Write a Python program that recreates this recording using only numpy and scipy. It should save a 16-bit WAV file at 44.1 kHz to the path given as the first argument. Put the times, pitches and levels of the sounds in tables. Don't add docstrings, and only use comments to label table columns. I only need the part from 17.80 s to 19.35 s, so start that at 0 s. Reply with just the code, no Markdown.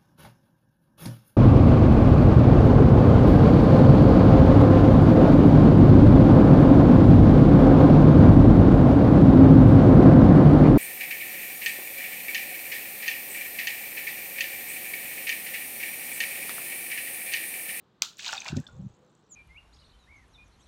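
import sys
import numpy as np
from scipy import signal
from scipy.fft import rfft, irfft, next_fast_len
from scipy.io import wavfile
from scipy.ndimage import uniform_filter1d

SR = 44100
rng = np.random.default_rng(int(sys.argv[2]) if len(sys.argv) > 2 else 0)


def bounce(signal):
    frames = np.transpose(np.atleast_2d(signal))
    limited = np.clip(frames, -1, 1)
    pcm = np.round(limited * 32767).astype(np.int16)
    wavfile.write(sys.argv[1], SR, pcm)


N = 68355

# [Hz, dB per Hz]
AIR_COLOUR = [(15, -51), (30, -25), (60, -12), (130, -1.5), (200, -0.5), (260, -10), (330, -4),
              (700, -14.5), (1200, -13.5), (2200, -26.5), (3900, -22.5), (5500, -34.5), (7600, -37.5),
              (9200, -50)]
AIR_START_DB, AIR_GROWS_DB_PER_S = -65, 0.32
# [Hz, dB]
CLOSE_TONE = [(8000, -1), (8500, -8), (9300, -27), (11000, -12.5)]
RECORDER_TOP_HZ = 16100
ROOM_T60_S, ROOM_DB = 0.21, -11

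# [s, s, Hz, dB]
FAR_NOTES = [(0.913, 0.12, 501.5, -62), (1.153, 0.16, 507.3, -64.5)]
FAR_BLUR = 12.5
# [s, Hz, dB]
WHISTLE = [(1.492, 7740, -78.5), (1.504, 7480, -61), (1.514, 7200, -58), (1.528, 6845, -42),
           (1.535, 6780, -61), (1.55, 6220, -51.5)]
WHISTLE_ROUGH = 0.26
BIRD_ROOM_DB = -4.5

# [s, dB]
FIRST_PUFF = [(.694, -77), (.703, -43.5), (.723, -43), (.73, -28.5), (.748, -35.5), (.776, -26), (.81, -36),
              (.824, -55), (.85, -76)]
SECOND_PUFF = [(0.89, -63), (.965, -46.5), (.982, -46), (.997, -38), (1.028, -41.5), (1.068, -35.5),
               (1.088, -51), (1.125, -59.5), (1.16, -82)]
# [Hz, dB per Hz]
PUFF_COLOUR = [(18, -50.5), (35, -19.5), (70, -3.5), (130, 3.5), (200, 0), (330, -5), (1000, -19)]
PUFF_EDGE_HZ, PUFF_EDGE_AT_DB, PUFF_DB_PER_OCTAVE, PUFF_STEEP = 294, -30.5, 13.5, 4.94

# [s, dB]
SPRAY_LEVEL = [(0.375, -58), (0.395, -36.5), (0.415, -40.5), (0.467, -32), (0.623, -43.5), (0.629, -49.5),
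               (0.689, -39), (0.695, -43), (0.751, -57), (0.769, -43), (0.785, -55), (0.86, -71)]
# [Hz, dB per Hz]
SPRAY_COLOUR = [(300, -60), (900, -23), (1700, -4.5), (2050, -10.5), (2500, 2), (3100, -2.5), (3700, 2),
                (5200, -3.5), (7000, 0), (8300, -14.5), (9500, -20), (12000, -31), (16000, -17)]
SPRAY_HISS_DB, SPRAY_GRAIN_DB, SPRAY_PER_S, SPRAY_HZ, SPRAY_CYCLES = -11, -6, 3000, 3985, 14.7
SPATTER_DB, SPATTER_PER_S, SPATTER_HZ, SPATTER_CYCLES = -14, 260, 7340, 4.2
# [s, dB]
CHURN_LEVEL = [(0.405, -64.5), (0.498, -43), (0.52, -50.5), (0.53, -33.5), (0.602, -59), (0.68, -42),
               (0.838, -67.5), (0.896, -74), (0.95, -76.5)]
# [Hz, dB per Hz]
CHURN_COLOUR = [(100, -57), (400, -29), (600, 2.5), (800, 10), (1150, -8.5), (1500, 9), (2000, -11),
                (8000, -74)]
CHURN_HISS_DB, CHURN_GRAIN_DB, CHURN_PER_S, CHURN_HZ, CHURN_CYCLES = -7, -4.5, 410, 1202, 48
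# [s, dB]
SLOSH_LEVEL = [(.36, -95), (.48, -64.5), (.9, -60), (1.35, -74), (1.54, -79.5)]
# [Hz, dB per Hz]
SLOSH_COLOUR = [(20, -32.5), (50, 3.5), (190, 2.5), (600, -3), (1150, -6), (1600, -17.5), (2200, -19.5),
                (4000, -19), (9000, -44.5)]

# [s, dB, Hz]
BURSTS = [(.2325, -26, 4030), (0.2469, -29, 3670), (.3700, -40, 6640), (.383, -35.5, 11000),
          (0.3919, -31.5, 4050), (0.3945, -30, 2040), (0.4007, -31.5, 3600), (0.429, -34, 3640),
          (0.4459, -25, 4250), (0.4628, -21.5, 3460), (0.4706, -35, 2500), (.4805, -23.5, 3900),
          (0.5259, -22.5, 6230), (0.5293, -22, 3070), (0.5302, -21, 1480), (0.5357, -23, 5400),
          (0.646, -32, 6200), (0.6618, -25.5, 2340), (0.668, -41, 7040), (0.6813, -24.5, 4900),
          (0.6855, -24, 4080), (0.6957, -37.5, 5750), (0.7682, -29, 6050), (0.801, -38, 9260),
          (.868, -44, 4260), (0.877, -44.5, 6050), (1.351, -53.5, 7000), (1.5165, -48, 12000)]
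BURST_T60_S, BURST_OCTAVES = 0.0098, 0.74
BURST_CLICK_DB = -35
# [s, dB, Hz, s]
BUBBLES = [(.466, -34.5, 960, 0.028), (0.4748, -25, 3130, 0.0089), (0.479, -20, 3990, 0.011),
           (0.4906, -27, 1470, 0.034), (0.495, -28.5, 2846, 0.024), (.531, -39, 784.6, 0.13),
           (0.5327, -27, 1357, 0.023), (0.569, -23, 4620, 0.01), (0.577, -29.5, 2537, 0.03),
           (0.5789, -25, 3626, 0.024), (0.6037, -21, 6230, 0.0084), (0.6186, -23.5, 2454, 0.01),
           (.657, -37, 890, 0.029), (.668, -43.5, 638, 0.11), (0.665, -36.5, 2397, 0.067),
           (0.685, -31, 2720, 0.036), (0.7204, -37.5, 1550, 0.0097), (0.7469, -42, 1500, 0.042),
           (.772, -40, 555, 0.06), (.785, -45.5, 1817, 0.028), (.839, -52, 1630, 0.05),
           (0.867, -34.5, 3503, 0.023), (0.872, -41.5, 4250, 0.0086), (0.866, -54, 1600, 0.058),
           (0.887, -48, 1420, 0.05), (0.911, -51.5, 1426, 0.038)]
BUBBLE_RISE, BUBBLE_ATTACK_S = 0.038, 0.00069
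DRIP_START_DB, DRIP_PER_S, DRIP_HZ, DRIP_CYCLES = -70.5, 420, 6930, 78
DRIP_FROM_S, DRIP_FADE_DB_PER_S = 0.84, 14.5

# [s, dB, s]
SNAPS = [(0.2204, -18, .003), (0.2216, 1.5, 0.0035)]
# [Hz, dB, s]
SKIN_MODES = [(1021, -31.5, .012), (1420, -25.5, 0.013), (2510, -15.5, 0.0078), (3385, -11, 0.0036),
              (4780, -2.5, 0.0034), (5880, -6.5, 0.0046), (7330, -15.5, 0.00799), (8280, -16, .008),
              (12220, -21, 0.013), (15100, -19.5, .006)]
CRACK_DB, SNAP_RISE_S = -9, 0.00014
# [Hz, dB]
POP_TONE = [(100, -26.5), (400, -20.5), (700, -8.5), (1350, -3), (1820, -18), (2080, -2)]
# [Hz, dB per Hz]
ECHO_COLOUR = [(300, -28), (800, -15), (1350, -5.5), (1900, -17), (2600, -8), (3900, 0.5), (5200, -5),
               (7100, -5.5), (8300, -14.5), (9500, -26.5), (16000, -23.5)]
ECHO_DB, ECHO_T60_S = -34, 0.26
# [Hz, dB, s]
TUB_MODES = [(1400, -50, .2), (2790, -45, .17), (3876, -43.5, 0.17)]
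THUMP_HZ, THUMP_DB, THUMP_T60_S = 217, -42, 0.033
BODY_RISE_S = 0.004
SHRED_DB, SHRED_T60_S, SHRED_PER_S, SHRED_HZ, SHRED_CYCLES = -46.5, 0.42, 770, 4080, 5.3


def amp(db):
    return 10 ** (np.asarray(db) / 20)


def unit(x):
    return x / np.sqrt(np.mean(x ** 2) + 1e-20)


def clock():
    return np.arange(N) / SR


def swell(rows):
    time_s, level_db = np.transpose(rows)
    t = clock()
    inside = (t > time_s[0]) * (t < time_s[-1])
    return amp(np.interp(t, time_s, level_db)) * inside


def filtered(x, response):
    size = next_fast_len(N + SR // 2)
    spectrum = rfft(x, size) * response(np.fft.rfftfreq(size, 1 / SR))
    return irfft(spectrum, size)[:N]


def coloured(x, points):
    freq_hz, gain_db = np.transpose(points)
    return filtered(x, lambda hz: amp(np.interp(np.log(hz + 1), np.log(freq_hz + 1), gain_db)))


def noise(points):
    return unit(coloured(rng.standard_normal(N), points))


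def steady(x, span_s):
    size = max(int(span_s * SR), 2)
    power = uniform_filter1d(uniform_filter1d(x * x, size), size)
    return x / np.sqrt(np.abs(power) + 1e-6)


def fade(t, t60):
    return np.exp(-np.log(1000) * t / t60)


def add(out, start_s, x):
    part = out[int(start_s * SR):][:len(x)]
    part += x[:len(part)]


def bubble(t, hz, t60, attack_s):
    cycles = hz * t * (1 + BUBBLE_RISE * t / t60 / 2)
    return np.sin(2 * np.pi * cycles) * fade(t, t60) * (1 - np.exp(-t / attack_s))


def grains(per_s, centre_hz, cycles, octaves, scatter_db):
    draws = rng.random((int(per_s * N / SR), 4))
    start = (draws[:, :1] * N).astype(int)
    hz = centre_hz * 2 ** (octaves * (draws[:, 1:2] + draws[:, 2:3] - 1))
    size = amp(-scatter_db * np.log(np.maximum(draws[:, 3:], 0.03)))
    k = np.arange(SR // 40)
    waves = size * bubble(k / SR, hz, cycles / hz, 0.5 / hz)
    return unit(np.bincount((start + k).ravel(), waves.ravel(), N)[:N])


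def room(x):
    t = np.arange(SR // 2) / SR
    tail = rng.standard_normal(len(t)) * fade(t, ROOM_T60_S) * (t > 0.003)
    return signal.fftconvolve(x, tail / np.linalg.norm(tail))[:N]


def outdoor_air():
    return noise(AIR_COLOUR) * amp(AIR_START_DB + AIR_GROWS_DB_PER_S * clock())


def far_birds():
    out, t = np.zeros(N), clock()
    for start_s, length_s, hz, db in FAR_NOTES:
        progress = np.clip((t - start_s) / length_s, 0, 1)
        drift = FAR_BLUR * np.cumsum(rng.standard_normal(N)) / np.sqrt(SR)
        out += amp(db + 3) * np.sin(np.pi * progress) * np.sin(2 * np.pi * hz * t + drift)
    return out


def bird():
    time_s, pitch_hz, level_db = np.transpose(WHISTLE)
    slow_noise = filtered(rng.standard_normal(N), lambda hz: np.exp(-hz / 250))
    flutter = 1 + WHISTLE_ROUGH * unit(slow_noise)
    cycles = np.cumsum(np.interp(clock(), time_s, pitch_hz)) / SR
    level = swell(np.transpose([time_s, level_db]))
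    whistle = np.sqrt(2) * np.sin(2 * np.pi * cycles) * level * flutter
    return whistle + amp(BIRD_ROOM_DB) * room(whistle)


def puffs():
    level = swell(FIRST_PUFF) + swell(SECOND_PUFF)
    hz, frame_s, frames = signal.stft(noise(PUFF_COLOUR), SR, nperseg=1024)
    frame_db = 20 * np.log10(np.interp(frame_s, clock(), level) + 1e-4)
    edge_hz = PUFF_EDGE_HZ * 2 ** ((frame_db - PUFF_EDGE_AT_DB) / PUFF_DB_PER_OCTAVE)
    lowpass = 1 / np.hypot(1, (hz[:, None] / edge_hz) ** PUFF_STEEP)
    rumble = signal.istft(frames * lowpass, SR)[1][:N]
    return level * steady(unit(rumble), 0.023)


def splash():
    fine = grains(SPRAY_PER_S, SPRAY_HZ, SPRAY_CYCLES, octaves=1.68, scatter_db=5.0)
    deep = grains(CHURN_PER_S, CHURN_HZ, CHURN_CYCLES, octaves=1.046, scatter_db=5)
    ticks = grains(SPATTER_PER_S, SPATTER_HZ, SPATTER_CYCLES, octaves=0.83, scatter_db=1.0)

    spray = amp(SPRAY_HISS_DB) * noise(SPRAY_COLOUR)
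    spray += amp(SPRAY_GRAIN_DB) * steady(unit(coloured(fine, SPRAY_COLOUR)), 0.068)
    spray += amp(SPATTER_DB) * unit(coloured(ticks, CLOSE_TONE))

    churn = amp(CHURN_HISS_DB) * noise(CHURN_COLOUR)
    churn += amp(CHURN_GRAIN_DB) * steady(deep, 0.031)

    slosh = noise(SLOSH_COLOUR)
    return swell(SPRAY_LEVEL) * spray + swell(CHURN_LEVEL) * churn + swell(SLOSH_LEVEL) * slosh


def noise_burst(t, hz):
    freq_hz = np.fft.rfftfreq(len(t), 1 / SR) + 1
    band = 1 / (1 + (np.log2(freq_hz / hz) / BURST_OCTAVES) ** 2) ** 2
    band += amp(BURST_CLICK_DB) * np.minimum(freq_hz / hz, 1)
    burst = irfft(rfft(rng.standard_normal(len(t))) * band, len(t))
    return steady(unit(burst), 0.0015) * fade(t, BURST_T60_S) * (1 - np.exp(-t / 0.00037))


def bursts_and_drops():
    out, t = np.zeros(N), np.arange(SR // 10) / SR
    for start_s, db, hz in BURSTS:
        add(out, start_s, amp(db) * noise_burst(t, hz))
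    for start_s, db, hz, t60 in BUBBLES:
        add(out, start_s, amp(db + 2) * bubble(t, hz, t60, BUBBLE_ATTACK_S))
    drips = grains(DRIP_PER_S, DRIP_HZ, DRIP_CYCLES, octaves=0.42, scatter_db=4.5)
    add(out, DRIP_FROM_S, drips * amp(DRIP_START_DB - DRIP_FADE_DB_PER_S * clock()))
    return coloured(out + amp(ROOM_DB) * room(out), CLOSE_TONE)


def snap():
    out, t = np.zeros(N), clock()
    ring = sum(amp(db) * np.cos(2 * np.pi * hz * (t - SNAP_RISE_S)) * fade(t, t60)
               for hz, db, t60 in SKIN_MODES)
    ring *= 1 - np.exp(-(t / SNAP_RISE_S) ** 2)
    for start_s, db, crack_t60 in SNAPS:
        crack = amp(CRACK_DB) * rng.standard_normal(N) * fade(t, crack_t60)
        add(out, start_s, amp(db) * (ring + crack))
    return coloured(coloured(out, CLOSE_TONE), POP_TONE)


def after_pop():
    out, t = np.zeros(N), clock()
    walls = amp(ECHO_DB) * noise(ECHO_COLOUR) * fade(t, ECHO_T60_S)
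    modes = TUB_MODES + [(THUMP_HZ, THUMP_DB, THUMP_T60_S)]
    body = sum(amp(db) * np.sin(2 * np.pi * hz * t) * fade(t, t60) for hz, db, t60 in modes)
    body *= 1 - np.exp(-t / BODY_RISE_S)
    torn = grains(SHRED_PER_S, SHRED_HZ, SHRED_CYCLES, octaves=1.8, scatter_db=3.0)
    shreds = amp(SHRED_DB) * unit(coloured(torn, ECHO_COLOUR)) * fade(t, SHRED_T60_S)
    add(out, SNAPS[-1][0], walls + body + shreds)
    return out


def scene():
    balloon = snap() + after_pop()
    water = splash() + bursts_and_drops()
    wind = puffs()
    distant = bird() + far_birds() + outdoor_air()
    return (balloon + water + wind + distant)[None]


def record(dry):
    return filtered(dry[0], lambda hz: 1 / (1 + (hz / RECORDER_TOP_HZ) ** 160))[None]


dry = scene()
out = record(dry)
bounce(out)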